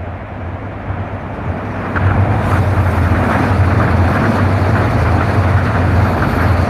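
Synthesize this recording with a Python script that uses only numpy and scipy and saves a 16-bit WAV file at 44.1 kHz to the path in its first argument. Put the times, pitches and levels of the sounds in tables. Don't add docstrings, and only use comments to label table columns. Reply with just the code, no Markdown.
import sys
import numpy as np
from scipy import signal
from scipy.fft import rfft, irfft
from scipy.io import wavfile
from scipy.ndimage import uniform_filter1d, minimum_filter1d

SR = 44100
rng = np.random.default_rng(int(sys.argv[2]) if len(sys.argv) > 2 else 0)


def store_wav(level_fs):
    pcm = np.round(np.clip(np.atleast_2d(level_fs), -1, 1) * 32767)
    wavfile.write(sys.argv[1], SR, pcm.T.astype(np.int16))


N = 295029
TIME = np.arange(N) / SR
ARRIVAL_S, SPEED_M_PER_S, HEIGHT_M = 2.154, 17.7, 7.9
SPAN_S, CROSSING_S = 1.96, 0.018
SHOES_SEEN_S, UNCOVER_S = 2.355, 0.14


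def gain_of(db):
    return 10 ** (np.asarray(db) / 20)


def unit_rms(x):
    return x / np.sqrt(np.mean(x ** 2) + 1e-20)


def add(mix, start_s, sound):
    part = mix[round(start_s * SR):][:len(sound)]
    part += sound[:len(part)]


def before(end_s, fade_s):
    return .5 - .5 * np.tanh((TIME - end_s) / fade_s)


def bell(centre_s, half_length_s):
    return np.exp(-((TIME - centre_s) / half_length_s) ** 2)


def swells(passes):
    return sum(np.outer(dbs, bell(centre_s, half_s)) for centre_s, half_s, *dbs in passes)


def wander(rate_hz):
    hz = np.fft.rfftfreq(N, 1 / SR)
    return unit_rms(irfft(rfft(rng.standard_normal(N)) / (1 + (hz / rate_hz) ** 4), N))


def ringing_noise(hz, width_hz):
    carrier = np.exp(2j * np.pi * np.cumsum(hz * np.ones(N)) / SR)
    pole = np.exp(-np.pi * width_hz / SR)
    ring = rng.standard_normal(N)
    for _ in range(2):
        ring = (carrier * signal.lfilter([1 - pole], [1, -pole], ring / carrier)).real
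    return unit_rms(ring)


def noise(spectrum, patchy_db):
    frames = signal.stft(rng.standard_normal(N), nperseg=512, noverlap=384)[2]
    patches = uniform_filter1d(rng.standard_normal(frames.shape), size=7, axis=0)
    patches = unit_rms(uniform_filter1d(patches, size=12, axis=1))
    patchy = signal.istft(frames * gain_of(patchy_db * patches), nperseg=512, noverlap=384)[1][:N]
    hz, db = np.transpose(spectrum)
    log_hz = np.log(np.fft.rfftfreq(N, 1 / SR) + 1)
    colour_db = np.interp(log_hz, np.log(hz), db, left=-90, right=-90)
    return unit_rms(irfft(rfft(patchy) * gain_of(colour_db), N))


def drone(hz, waver_hz, throb_db):
    turns = np.cumsum(hz + waver_hz * wander(rate_hz=12.2)) / SR
    throb = gain_of(throb_db * wander(rate_hz=8.2))
    return unit_rms(throb * np.sin(2 * np.pi * turns))


def nearness_db():
    ahead_m = SPEED_M_PER_S * np.maximum(ARRIVAL_S - TIME, 0)
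    return 20 * np.log10(HEIGHT_M / np.hypot(HEIGHT_M, ahead_m))


def rolling_db(falloff, far_span_db):
    return falloff * nearness_db() + far_span_db * before(SPAN_S, CROSSING_S)


def sliding_db(level_db, falloff, hidden_db=-7.5):
    return level_db + falloff * nearness_db() + hidden_db * before(SHOES_SEEN_S, UNCOVER_S)


# frequency_hz, density_db
TRAFFIC_SPECTRUM = [(15, -24), (28, -14), (50, 0.5), (85, 1.5), (160, -7.5), (240, -4.5), (420, -13.5),
                    (680, -6), (950, -15.5), (1550, -16.5), (2300, -21.5), (3200, -34.5), (5000, -51),
                    (14000, -65)]
def traffic(level_db=-28.5):
    return gain_of(level_db) * noise(TRAFFIC_SPECTRUM, patchy_db=1)


# frequency_hz, density_db
SCRAPE_SPECTRUM = [(2200, -29), (3100, -4), (3600, 4), (4200, -1.5), (5200, -3.5), (5800, -2.5), (6700, -6),
                   (7800, -18.5), (10000, -20)]
HISS_SPECTRUM = [(6000, -13), (7000, -3.5), (7800, -6), (8600, 0.5), (9400, 1.5), (10400, -1), (11500, -14),
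                 (14000, -22)]
SIZZLE_SPECTRUM = [(8500, -16), (10300, -3.5), (11200, -1.5), (12500, 0.5), (14300, -3)]
# centre_s, half_length_s, ring_db, hiss_db, sizzle_db
SHOE_SWELLS = [(2.51, .09, 3, 7.5, 8), (2.92, .22, 1, 1.5, 6), (3.38, 0.2, 1, 4.5, 4.5),
               (4.12, .05, 2, 3, 8), (4.34, .1, 4.5, 3.5, 4.5), (4.62, 0.081, 4, 1, 0),
               (4.88, .16, 2, 2, 3), (5.31, 0.077, 3.5, 3.5, 3), (6.06, .12, 2, 1, 6),
               (6.38, .17, 4.5, 2, 10), (6.65, 0.057, 5.5, 2.5, 1)]
def shoes(ring_hz=4360, ring_flutter_db=1.1, chatter_db=1.0):
    ring_swell, hiss_swell, sizzle_swell = swells(SHOE_SWELLS)
    nose_only = before(3.28, fade_s=0.21)
    scrape_db = sliding_db(-46, falloff=1.1, hidden_db=-5.5) + 0.73 * hiss_swell - 2 * nose_only
    ring_db = sliding_db(-47.5, falloff=1.5) + ring_swell - 7 * nose_only
    hiss_db = sliding_db(-53.5, falloff=1.36) + hiss_swell
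    sizzle_db = sliding_db(-57.5, falloff=1.5) + sizzle_swell
    chatter = gain_of(chatter_db * wander(rate_hz=28))
    holders = ringing_noise(ring_hz + 70 * wander(rate_hz=18), width_hz=750)
    holders *= gain_of(ring_db + ring_flutter_db * wander(rate_hz=24))
    scrape = gain_of(scrape_db) * noise(SCRAPE_SPECTRUM, patchy_db=2.5)
    hiss = gain_of(hiss_db) * noise(HISS_SPECTRUM, patchy_db=1.5)
    sizzle = gain_of(sizzle_db) * noise(SIZZLE_SPECTRUM, patchy_db=2.5)
    return chatter * (scrape + holders + hiss + sizzle)


def shoe_whistle(pitch_hz=10900, level_db=-52):
    envelope = gain_of(level_db) * bell(centre_s=2.505, half_length_s=0.042)
    return envelope * ringing_noise(pitch_hz, width_hz=300)


# pitch_hz, width_hz, level_db
BEAM_MODES = [(57.76, 2.2, -6), (73.3, 10, -5), (94.9, 21, 4), (124, 12, -1.5), (139.2, 6.9, -4.5)]
# time_s, pitch_hz
UPPER_TONE_PITCH = [(1.9, 100), (2.33, 103.2), (3.51, 99.66), (3.85, 112.2), (4.06, 100.2), (4.23, 110.2),
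                    (4.38, 100.5), (4.74, 110.5), (6.69, 109)]
def beam(rumble_db=-19.5, upper_db=-19, steadiness=0.45, hold_s=0.073):
    rumble = sum(gain_of(db) * ringing_noise(hz, 2 * width_hz) for hz, width_hz, db in BEAM_MODES)
    power = uniform_filter1d(rumble ** 2, int(hold_s * SR))
    rumble = unit_rms(rumble / (power + 1e-12) ** (steadiness / 2))
    time_s, pitch_hz = np.transpose(UPPER_TONE_PITCH)
    upper = drone(np.interp(TIME, time_s, pitch_hz), waver_hz=1.5, throb_db=2.0)
    *_, beam_swell = swells(WHEEL_SWELLS)
    load_db = rolling_db(falloff=0.39, far_span_db=-9.5) + beam_swell
    return gain_of(load_db) * (gain_of(upper_db) * upper + gain_of(rumble_db) * rumble)


# centre_s, half_length_s, level_db, pitch_hz
BOGIE_BOOMS = [(0.07, .08, -24, 86), (0.48, 0.066, -24.5, 84.7), (0.99, 0.1, -24, 94.2),
               (1.504, 0.036, -18.5, 88.8), (2.069, 0.067, -12.5, 92.74), (2.214, .05, -16, 91.93),
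               (2.66, 0.18, -14.5, 90.25), (3.054, 0.13, -14.5, 84.84), (3.652, 0.091, -10.5, 89.3),
               (4.0, 0.098, -11.5, 87.3), (4.458, .07, -12.5, 94.5), (4.692, 0.1293, -14.5, 94.1),
               (5.089, .13, -15, 85), (5.492, 0.15, -12.5, 91.1), (5.96, .17, -13, 89.5),
               (6.554, .14, -13.5, 88.2)]
def booms(boom_db=-1.7, hum_db=-27):
    envelopes = np.array([gain_of(db) * bell(s, half_s) for s, half_s, db, _ in BOGIE_BOOMS]) + 1e-12
    swell = envelopes.sum(0)
    pitch_hz = np.array(BOGIE_BOOMS)[:, 3] @ envelopes / swell
    hum = gain_of(hum_db + rolling_db(falloff=0.3, far_span_db=-9))
    return (hum + gain_of(boom_db) * swell) * drone(pitch_hz, waver_hz=1.41, throb_db=0.6)


def span_thud(start_s=1.972, pitch_hz=94, gain_db=-7, rise_s=0.0067, decay_s=0.037):
    t = np.maximum(TIME - start_s, 0)
    envelope = (1 - np.exp(-t / rise_s)) * np.exp(-t / decay_s)
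    return gain_of(gain_db) * envelope * np.sin(2 * np.pi * pitch_hz * t)


def slap(ring_hz, width_hz=290, rise_s=0.0015, decay_s=0.0076, lag_s=0.01242,
         tail_db=-18, tail_s=0.014, thump_db=-11, thump_edge_hz=1500):
    t = np.arange(SR // 4) / SR
    hz = np.fft.fftfreq(len(t), 1 / SR)
    blow = (1 - np.exp(-t / rise_s)) * (np.exp(-t / decay_s) + gain_of(tail_db) * np.exp(-t / tail_s))
    pair = blow + 0.63 * np.interp(t - lag_s, t, blow, left=0)
    ring_band = np.exp(-.5 * ((hz - ring_hz) / width_hz) ** 2)
    thump_band = (hz > 0) * gain_of(thump_db) / (1 + abs(hz / thump_edge_hz) ** 6)
    clack = np.fft.ifft(np.fft.fft(rng.standard_normal(len(t))) * (ring_band + thump_band))
    steadied = clack.real / np.sqrt(abs(clack) + 1e-12)
    return unit_rms(steadied) * pair / pair.max()


# time_s, level_db, ring_hz
JOINT_SLAPS = [(1.96, -5, 1440), (2.035, -18, 1370), (2.107, -11, 1210), (2.518, -8, 1273),
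               (2.862, -14, 1517), (3.149, -15, 1450), (3.24, -12.5, 1440), (3.297, -11, 1222),
               (3.358, -16, 1503), (3.429, -9.5, 1300), (3.512, -12, 1170), (3.802, -8.5, 1314),
               (3.876, -13, 1493), (3.994, -19, 1264), (4.08, -13, 1300), (4.158, -8, 1266),
               (4.241, -8.5, 1510), (4.385, -8.5, 1369), (4.755, -9, 1379), (5.052, -13.5, 1250),
               (5.21, -12, 1533), (5.57, -14, 1537), (5.754, -11, 1440), (6.052, -14, 1406),
               (6.135, -15, 1373), (6.223, -10.5, 1419), (6.41, -11, 1412)]
def joints(loud_db=-7, lead_s=0.002006, patter_db=-27, spread_db=5, patter_count=90):
    slaps = np.zeros(N)
    for time_s, level_db, ring_hz in JOINT_SLAPS:
        add(slaps, time_s - lead_s, gain_of(level_db + loud_db) * slap(ring_hz))
    _, _, tread_swell, _ = swells(WHEEL_SWELLS)
    rush_db = rolling_db(falloff=1.1, far_span_db=-8) + tread_swell
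    for position, size, ring_hz in rng.uniform([0, -1, 1100], [1, 1, 1650], (patter_count, 3)):
        at = int(position * N)
        add(slaps, at / SR, gain_of(rush_db[at] + patter_db + spread_db * size) * slap(ring_hz))
    return slaps


# frequency_hz, density_db
CASING_SPECTRUM = [(15, -27), (30, -36), (45, -9), (70, -9), (140, 0.5), (185, 2.5), (215, 6), (250, 5.5),
                   (300, -7), (400, -7), (700, -35)]
ROAR_SPECTRUM = [(150, -5), (300, 1), (390, -5), (470, -2), (560, -2.5), (670, 0), (850, -4), (1050, -7),
                 (1400, -19), (2500, -19.5)]
TREAD_SPECTRUM = [(600, -19), (950, -7.5), (1250, -.5), (1550, -3), (1850, -7), (2200, -12), (2550, -14),
                  (3000, -21.5), (4000, -30), (6000, -48)]
# centre_s, half_length_s, roar_db, casing_db, tread_db, beam_db
WHEEL_SWELLS = [(0.55, .1, 1.5, 1.5, 1, 0), (0.97, 0.13, 2.5, 2, 4.5, 4.5), (1.48, .1, 1, 4.5, 1, 0),
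                (1.98, .07, 0, 5.5, 1, -0.5), (2.33, 0.11, 1.5, 0, -1, 2.5), (2.55, 0.078, 1.5, 1, 3, 1.5),
                (3.34, 0.17, 4, 5, 2.5, -2), (3.82, 0.087, 3, 1.5, 3, 0), (4.28, 0.17, 3.5, 5.5, 2, -2),
                (4.8, 0.11, 3, 0.5, 2, 0.5), (5.2, 0.17, 2.5, 0, 1.5, -1), (5.58, 0.082, -1, -3.5, 0, 2.5),
                (5.79, 0.057, 2, 4, 3, -4), (6.12, .1, 2, 2.5, -0.5, -2), (6.42, 0.16, 1, 2.5, 3.5, -0.5)]
def tyres(roar_db=-21, casing_db=-23, tread_db=-26, bumps_db=0.7, flutter_db=1.55):
    roar_swell, casing_swell, tread_swell, _ = swells(WHEEL_SWELLS)
    nose_only = before(2.9, fade_s=0.2)
    roar_pass_db = rolling_db(falloff=0.91, far_span_db=-2) + roar_swell
    casing_pass_db = rolling_db(falloff=0.93, far_span_db=0) + casing_swell - 2.5 * nose_only
    tread_pass_db = rolling_db(falloff=0.99, far_span_db=-2) + tread_swell - 1.5 * nose_only
    nearness = gain_of(nearness_db())
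    bumps = bumps_db * wander(rate_hz=39) * nearness
    flutter = flutter_db * wander(rate_hz=20) * nearness
    drum = gain_of(casing_db + casing_pass_db + bumps) * noise(CASING_SPECTRUM, patchy_db=0.2)
    roar = gain_of(roar_db + roar_pass_db + bumps) * noise(ROAR_SPECTRUM, patchy_db=0.5)
    rush = gain_of(tread_db + tread_pass_db + flutter) * noise(TREAD_SPECTRUM, patchy_db=1.0)
    return drum + roar + rush


def scene():
    train = beam() + booms() + tyres() + joints() + span_thud() + shoes() + shoe_whistle()
    return (train + traffic())[None]


def record(dry, ceiling_db=-2.7, recovery_db_per_s=120, cutoff_hz=14300):
    over_db = np.maximum(20 * np.log10(abs(dry[0]) + 1e-9) - ceiling_db, 0)
    recovery_db = TIME * recovery_db_per_s
    held_db = np.maximum.accumulate(over_db + recovery_db) - recovery_db
    duck_db = uniform_filter1d(minimum_filter1d(-held_db, size=64), size=64)
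    low_pass = signal.ellip(12, .05, 60, cutoff_hz, fs=SR, output="sos")
    return signal.sosfiltfilt(low_pass, dry * gain_of(duck_db))


dry = scene()
out = record(dry)
store_wav(out)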